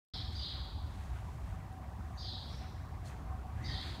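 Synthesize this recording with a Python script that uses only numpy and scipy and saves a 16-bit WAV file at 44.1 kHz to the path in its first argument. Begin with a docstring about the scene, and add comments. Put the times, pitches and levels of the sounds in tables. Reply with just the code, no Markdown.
"""Ventilation rumble cuts in abruptly, with a distant chirp and the rustle of straw in a concrete stall.
A rhino calf shifts its feet: stalks rub, click and snap. Brief low swells and dull knocks come and go.
A small bird, probably a sparrow, chirps far off in the building; reverberation between the hard walls
smears each chirp into a breathy puff. Near the end comes one thin squeak."""
import sys
import numpy as np
from scipy import signal
from scipy.fft import rfft, irfft
from scipy.io import wavfile

SR = 44100
rng = np.random.default_rng(int(sys.argv[2]) if len(sys.argv) > 2 else 0)


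def unload_audio(sound):
    """Save the sound as a 16-bit wav file, at the path given as the first command line argument."""
    columns = np.transpose(np.atleast_2d(sound))
    # keep every value between -1 and 1, then stretch to whole-number steps
    steps = np.round(np.clip(columns, -1, 1) * 32767)
    wavfile.write(sys.argv[1], SR, steps.astype(np.int16))


N = 176400
TIME = np.arange(N) / SR
BIN_HZ = np.arange(N // 2 + 1) * SR / N


def from_db(db):
    """Amplitude ratio of a level: a factor of ten for every 20 dB."""
    return 10 ** (np.asarray(db) / 20)


def rms_one(x):
    """Normalisation to unit mean power."""
    return x / np.sqrt(np.mean(x ** 2) + 1e-20)


def bump(peak_s, width_s):
    """Gaussian envelope: a smooth swell and fade."""
    return np.exp(-((TIME - peak_s) / width_s) ** 2 / 2)


def colour(noise, spectrum):
    """Spectral shaping of noise by (frequency [Hz], relative level [dB]); rms 1."""
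    hz, db = np.transpose(spectrum)
    gain = from_db(np.interp(np.log(np.maximum(BIN_HZ, 1)), np.log(hz), db))
    return rms_one(irfft(rfft(noise) * gain, N))


def narrow_noise(hz, width_hz):
    """Resonance driven by white noise (a random wander when centred on 0 Hz); rms 1."""
    return rms_one(irfft(rfft(rng.standard_normal(N)) / (1 + ((BIN_HZ - hz) / width_hz) ** 2), N))


def reverberation(direct, wet):
    """Reflections off hard walls build a diffuse field that decays exponentially, the treble sooner."""
    low_t60_s, treble_t60_s, build_s, crossover_hz = 1.12, 1, 0.008, 4700
    t = TIME[:int(1.5 * SR)]
    noise = rng.standard_normal(len(t))
    low = signal.sosfiltfilt(signal.butter(4, crossover_hz, fs=SR, output="sos"), noise)
    tail = low * from_db(-60 * t / low_t60_s) + (noise - low) * from_db(-60 * t / treble_t60_s)
    tail *= 1 - np.exp(-t / build_s)
    diffuse = signal.fftconvolve(direct, tail / np.linalg.norm(tail))[:N]
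    return np.sqrt(1 - wet) * direct + np.sqrt(wet) * diffuse


def whistle(contour, jitter, trill=0, start=0, pitch=1, stretch=1):
    """Frequency modulation: a gliding tone with a weak octave, a periodic trill and random jitter."""
    trill_hz, octave_db, edge_s = 170, -34.5, .004
    times, hz, db = np.transpose(contour)
    times = start + stretch * times
    gate = np.clip(np.minimum(TIME - times[0], times[-1] - TIME) / edge_s, 0, 1)
    waver = 1 + trill * np.sin(2 * np.pi * trill_hz * TIME) + jitter * narrow_noise(0, width_hz=349)
    phase = 2 * np.pi * np.cumsum(pitch * np.interp(TIME, times, hz) * waver) / SR
    tone = np.sin(phase) + from_db(octave_db) * np.sin(2 * phase)
    return np.sqrt(2) * gate * from_db(np.interp(TIME, times, db)) * tone


def ventilation():
    """Broadband flow noise with duct resonances; its bands flutter independently and its rumble swells."""
    # spectrum of the rushing air: (frequency [Hz], relative level [dB])
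    air_spectrum = [(15, -74), (35, -37), (48, -3), (62, -3.5), (100, -3), (130, -9.5), (230, -19),
                    (300, -22.5), (490, -30.5), (650, -24.5), (900, -24.5), (1150, -27), (1350, -32),
                    (1800, -35), (3000, -45), (9300, -53), (10400, -55.5), (15500, -55.5)]
    # duct resonances: (frequency [Hz], width [Hz], level at mid-scene [dB], growth [dB/s])
    resonances = [(70, 12.2, -45.5, -0.5), (1040, 157, -71, 2)]
    # swell of the rumble: (time [s], gain [dB])
    rumble_swell = [(.14, -1), (1.17, 2), (1.33, -2.5), (1.52, 6), (1.72, -6.5), (2.13, -2.5), (3.13, -1.5),
                    (3.3, 2), (3.7, 2.5), (4, -3.5)]
    flutter_db, flutter_hz, growth_db_per_s, rumble_top_hz = 3, 28.095, .5, 100.58
    from_middle_s = TIME - TIME.mean()
    air = from_db(-44.5) * colour(rng.standard_normal(N), air_spectrum)
    spectrum = rfft(air)
    edges_hz = np.geomspace(100, 2500, num=15)
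    for low, high in zip(edges_hz, edges_hz[1:]):
        band = irfft(spectrum * ((BIN_HZ >= low) & (BIN_HZ < high)), N)
        band_db = flutter_db * narrow_noise(0, flutter_hz) + growth_db_per_s * from_middle_s
        air += (rms_one(from_db(band_db)) - 1) * band
    for hz, width_hz, db, growth in resonances:
        air += from_db(db + growth * from_middle_s) * narrow_noise(hz, width_hz)
    rumble = signal.sosfiltfilt(signal.butter(4, rumble_top_hz, fs=SR, output="sos"), air)
    swell = from_db(np.interp(TIME, *np.transpose(rumble_swell)))
    return air + (swell - 1) * rumble


def duct_tone():
    """Airflow excites one narrow duct resonance, heard as a faint, wavering tone."""
    # envelope of the tone: (time [s], level [dB])
    envelope = [(0.14, -62.5), (1.3, -69), (1.5, -64), (1.7, -62), (2.85, -63), (3.3, -61.5), (3.45, -52.5),
                (3.55, -63.5), (3.7, -59.5), (4.0, -68)]
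    return from_db(np.interp(TIME, *np.transpose(envelope))) * narrow_noise(hz=756.3, width_hz=16.2)


def swells_and_knocks():
    """Amplitude modulation of two low noise bands: brief swells of the rumble and dull knocks."""
    # low swells and dull knocks: (time [s], width [s], swell level [dB], knock level [dB])
    pulses = [(0.6, 0.034, -49, -82), (2.003, 0.0098, -49, -50), (3.06, 0.07915, -52, -67),
              (3.214, 0.018, -52, -53.5), (3.678, 0.075, -45.5, -55.5), (3.99, .016, -57, -57)]
    swell = sum(from_db(db) * bump(time, width) for time, width, db, _ in pulses)
    knock = sum(from_db(db) * bump(time, width) for time, width, _, db in pulses)
    return swell * narrow_noise(hz=120, width_hz=34) + knock * narrow_noise(hz=263, width_hz=86)


def bird():
    """Two-voiced chirps from far off, where the reverberant field outweighs the direct sound."""
    # chirps: (start [s], level [dB], pitch [ratio], stretch [ratio], lead gain [dB], crest gain [dB])
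    chirps = [(-0.015, -46.3, 1.005, 0.98, -15, 1), (0.345, -44.5, 1, 0.77, -25, -20),
              (2.172, -47.5, 0.99, 0.84, -19, -5.5), (3.637, -46.5, .99, .78, -18.5, -7.5)]
    # notes of a chirp, before scaling: (time [s], frequency [Hz], relative level [dB])
    upper_voice = [(0, 4220, -5), (.014, 4800, 4.5), (.035, 4730, -4), (.06, 4660, -7), (.088, 4833, -3.5),
                   (.102, 4386, 6), (.145, 3812, -2.5), (.18, 3530, -32)]
    lower_voice = [(0, 3800, -5.5), (.025, 3992, -3), (.05, 3829, -3), (.07, 3250, 0), (.095, 3857, -3.5),
                   (.13, 3760, 0.5), (.17, 3158, -1)]
    crest_note = [(.014, 4960, -31), (.024, 5210, 2.5), (.04, 5173, 3.5), (.055, 5200, -30)]
    lead_note = [(0, 6500, -2), (.015, 6400, 1), (.04, 6176, 5), (.07, 5700, -6)]
    # a faint, higher answer: (time [s], frequency [Hz], level [dB])
    answer = [(2.48, 5214, -60), (2.53, 5510, -58.5), (2.58, 5338, -81), (2.63, 5910, -81),
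              (2.66, 5570, -70.5)]
    clear, rough, roughest, trill = .024, .048, .055, .022   # fractional frequency deviations
    lead_s = 0.029
    song = whistle(answer, roughest, trill)
    for start, db, pitch, stretch, lead_db, crest_db in chirps:
        upper = whistle(upper_voice, clear, trill, start, pitch, stretch)
        lower = whistle(lower_voice, rough, trill, start, pitch, stretch)
        crest = from_db(crest_db) * whistle(crest_note, clear, 0, start, pitch, stretch)
        lead = from_db(lead_db) * whistle(lead_note, roughest, 0, start - lead_s, pitch)
        song += from_db(db) * (upper + lower + crest + lead)
    return reverberation(song, wet=0.92)


def squeak():
    """Random modulation of pitch and level makes a thin tone hoarse; it rises, breaks and settles."""
    # glide of the squeak: (time [s], frequency [Hz], level [dB])
    glide = [(3.565, 1591, -62), (3.61, 1845, -59), (3.655, 2028, -50.5), (3.678, 2010, -66),
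             (3.695, 1885, -48.5), (3.725, 1874, -49.5), (3.77, 1890, -59)]
    flutter = rms_one(from_db(3.5 * narrow_noise(0, width_hz=85)))
    return reverberation(flutter * whistle(glide, jitter=0.063), wet=0.33)


def straw_grain():
    """Shot noise of many tiny stalk clicks over smooth friction noise."""
    clicks_per_s, click_share = 3000, 0.69
    clicks = (rng.random(N) < clicks_per_s / SR) * rng.standard_normal(N)
    return np.sqrt(click_share) * rms_one(clicks) + np.sqrt(1 - click_share) * rng.standard_normal(N)


def straw():
    """Friction gives a bright hiss and a duller scuff; incoherent swishes and snaps add in power."""
    # swishes under the calf: (peak time [s], rise [s], fall [s], hiss level [dB], scuff level [dB])
    swishes = [(0.22, 0.33, 0.037, -74, -58.5), (0.345, 0.03, 0.085, -72.5, -61),
               (0.54, 0.064, 0.09556, -80, -59.5), (1.021, 0.13, 0.091, -69.5, -62),
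               (1.18, 0.042, 0.028, -70, -58), (1.3, 0.082, 0.083, -71.5, -68.5),
               (1.5, 0.077, 0.064, -71.5, -63.5), (2.05, 0.04986, 0.1144, -75.5, -73),
               (2.55, 0.11, 0.057, -70.5, -65), (2.63, 0.031, 0.039, -78, -57.5),
               (3.072, 0.018, 0.02893, -59.5, -66), (3.1, .02, 0.032, -84, -55.5),
               (3.74, 0.12, 0.042, -68, -55.5), (3.86, 0.06, 0.093, -64.5, -52.5)]
    # breaking stalks: (time [s], level [dB])
    snaps = [(0.328, -52), (1.7261, -51.5), (3.8297, -56)]
    # friction spectra: (frequency [Hz], relative level [dB])
    hiss_spectrum = [(1500, -33), (3200, 6.5), (4500, 0.5), (6500, 4), (9000, 0.5), (12000, -5),
                     (15500, -17)]
    scuff_spectrum = [(300, 11.5), (700, -10), (1200, 5), (1900, 6), (2600, 1.5), (4000, -7.5), (8000, -30)]
    snap_decay_s = 0.004
    hiss_power, scuff_power = np.zeros((2, N))
    for time, rise, fall, hiss_db, scuff_db in swishes:
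        swell = np.exp(-((TIME - time) / np.where(TIME < time, rise, fall)) ** 2)
        hiss_power += swell * from_db(hiss_db) ** 2
        scuff_power += swell * from_db(scuff_db) ** 2
    for time, db in snaps:
        decay = (TIME >= time) * np.exp(-2 * np.abs(TIME - time) / snap_decay_s)
        hiss_power += decay * from_db(db) ** 2 / 10   # starts 10 dB below the listed level
    # one stiff stalk rings as it is brushed
    ring = from_db(-61) * bump(peak_s=3.068, width_s=0.0099) * narrow_noise(hz=4250, width_hz=200)
    hiss = np.sqrt(hiss_power) * colour(straw_grain(), hiss_spectrum)
    scuff = np.sqrt(scuff_power) * colour(straw_grain(), scuff_spectrum)
    return reverberation(hiss + scuff + ring, wet=0.16)


def scene():
    """Superposition of all the sources at one point."""
    return (ventilation() + duct_tone() + bird() + squeak() + straw() + swells_and_knocks())[None]


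def record(dry):
    """Gating and band limiting: the sound cuts in abruptly, and a steep low-pass removes the top."""
    cut_in_s, ramp_s, muted_db, stopband_hz = .136, .003, -64, 16200
    gate = np.clip((TIME - cut_in_s) / ramp_s, from_db(muted_db), 1)
    return signal.sosfilt(signal.cheby2(16, 60, stopband_hz, fs=SR, output="sos"), dry * gate)


dry = scene()
out = record(dry)
unload_audio(out)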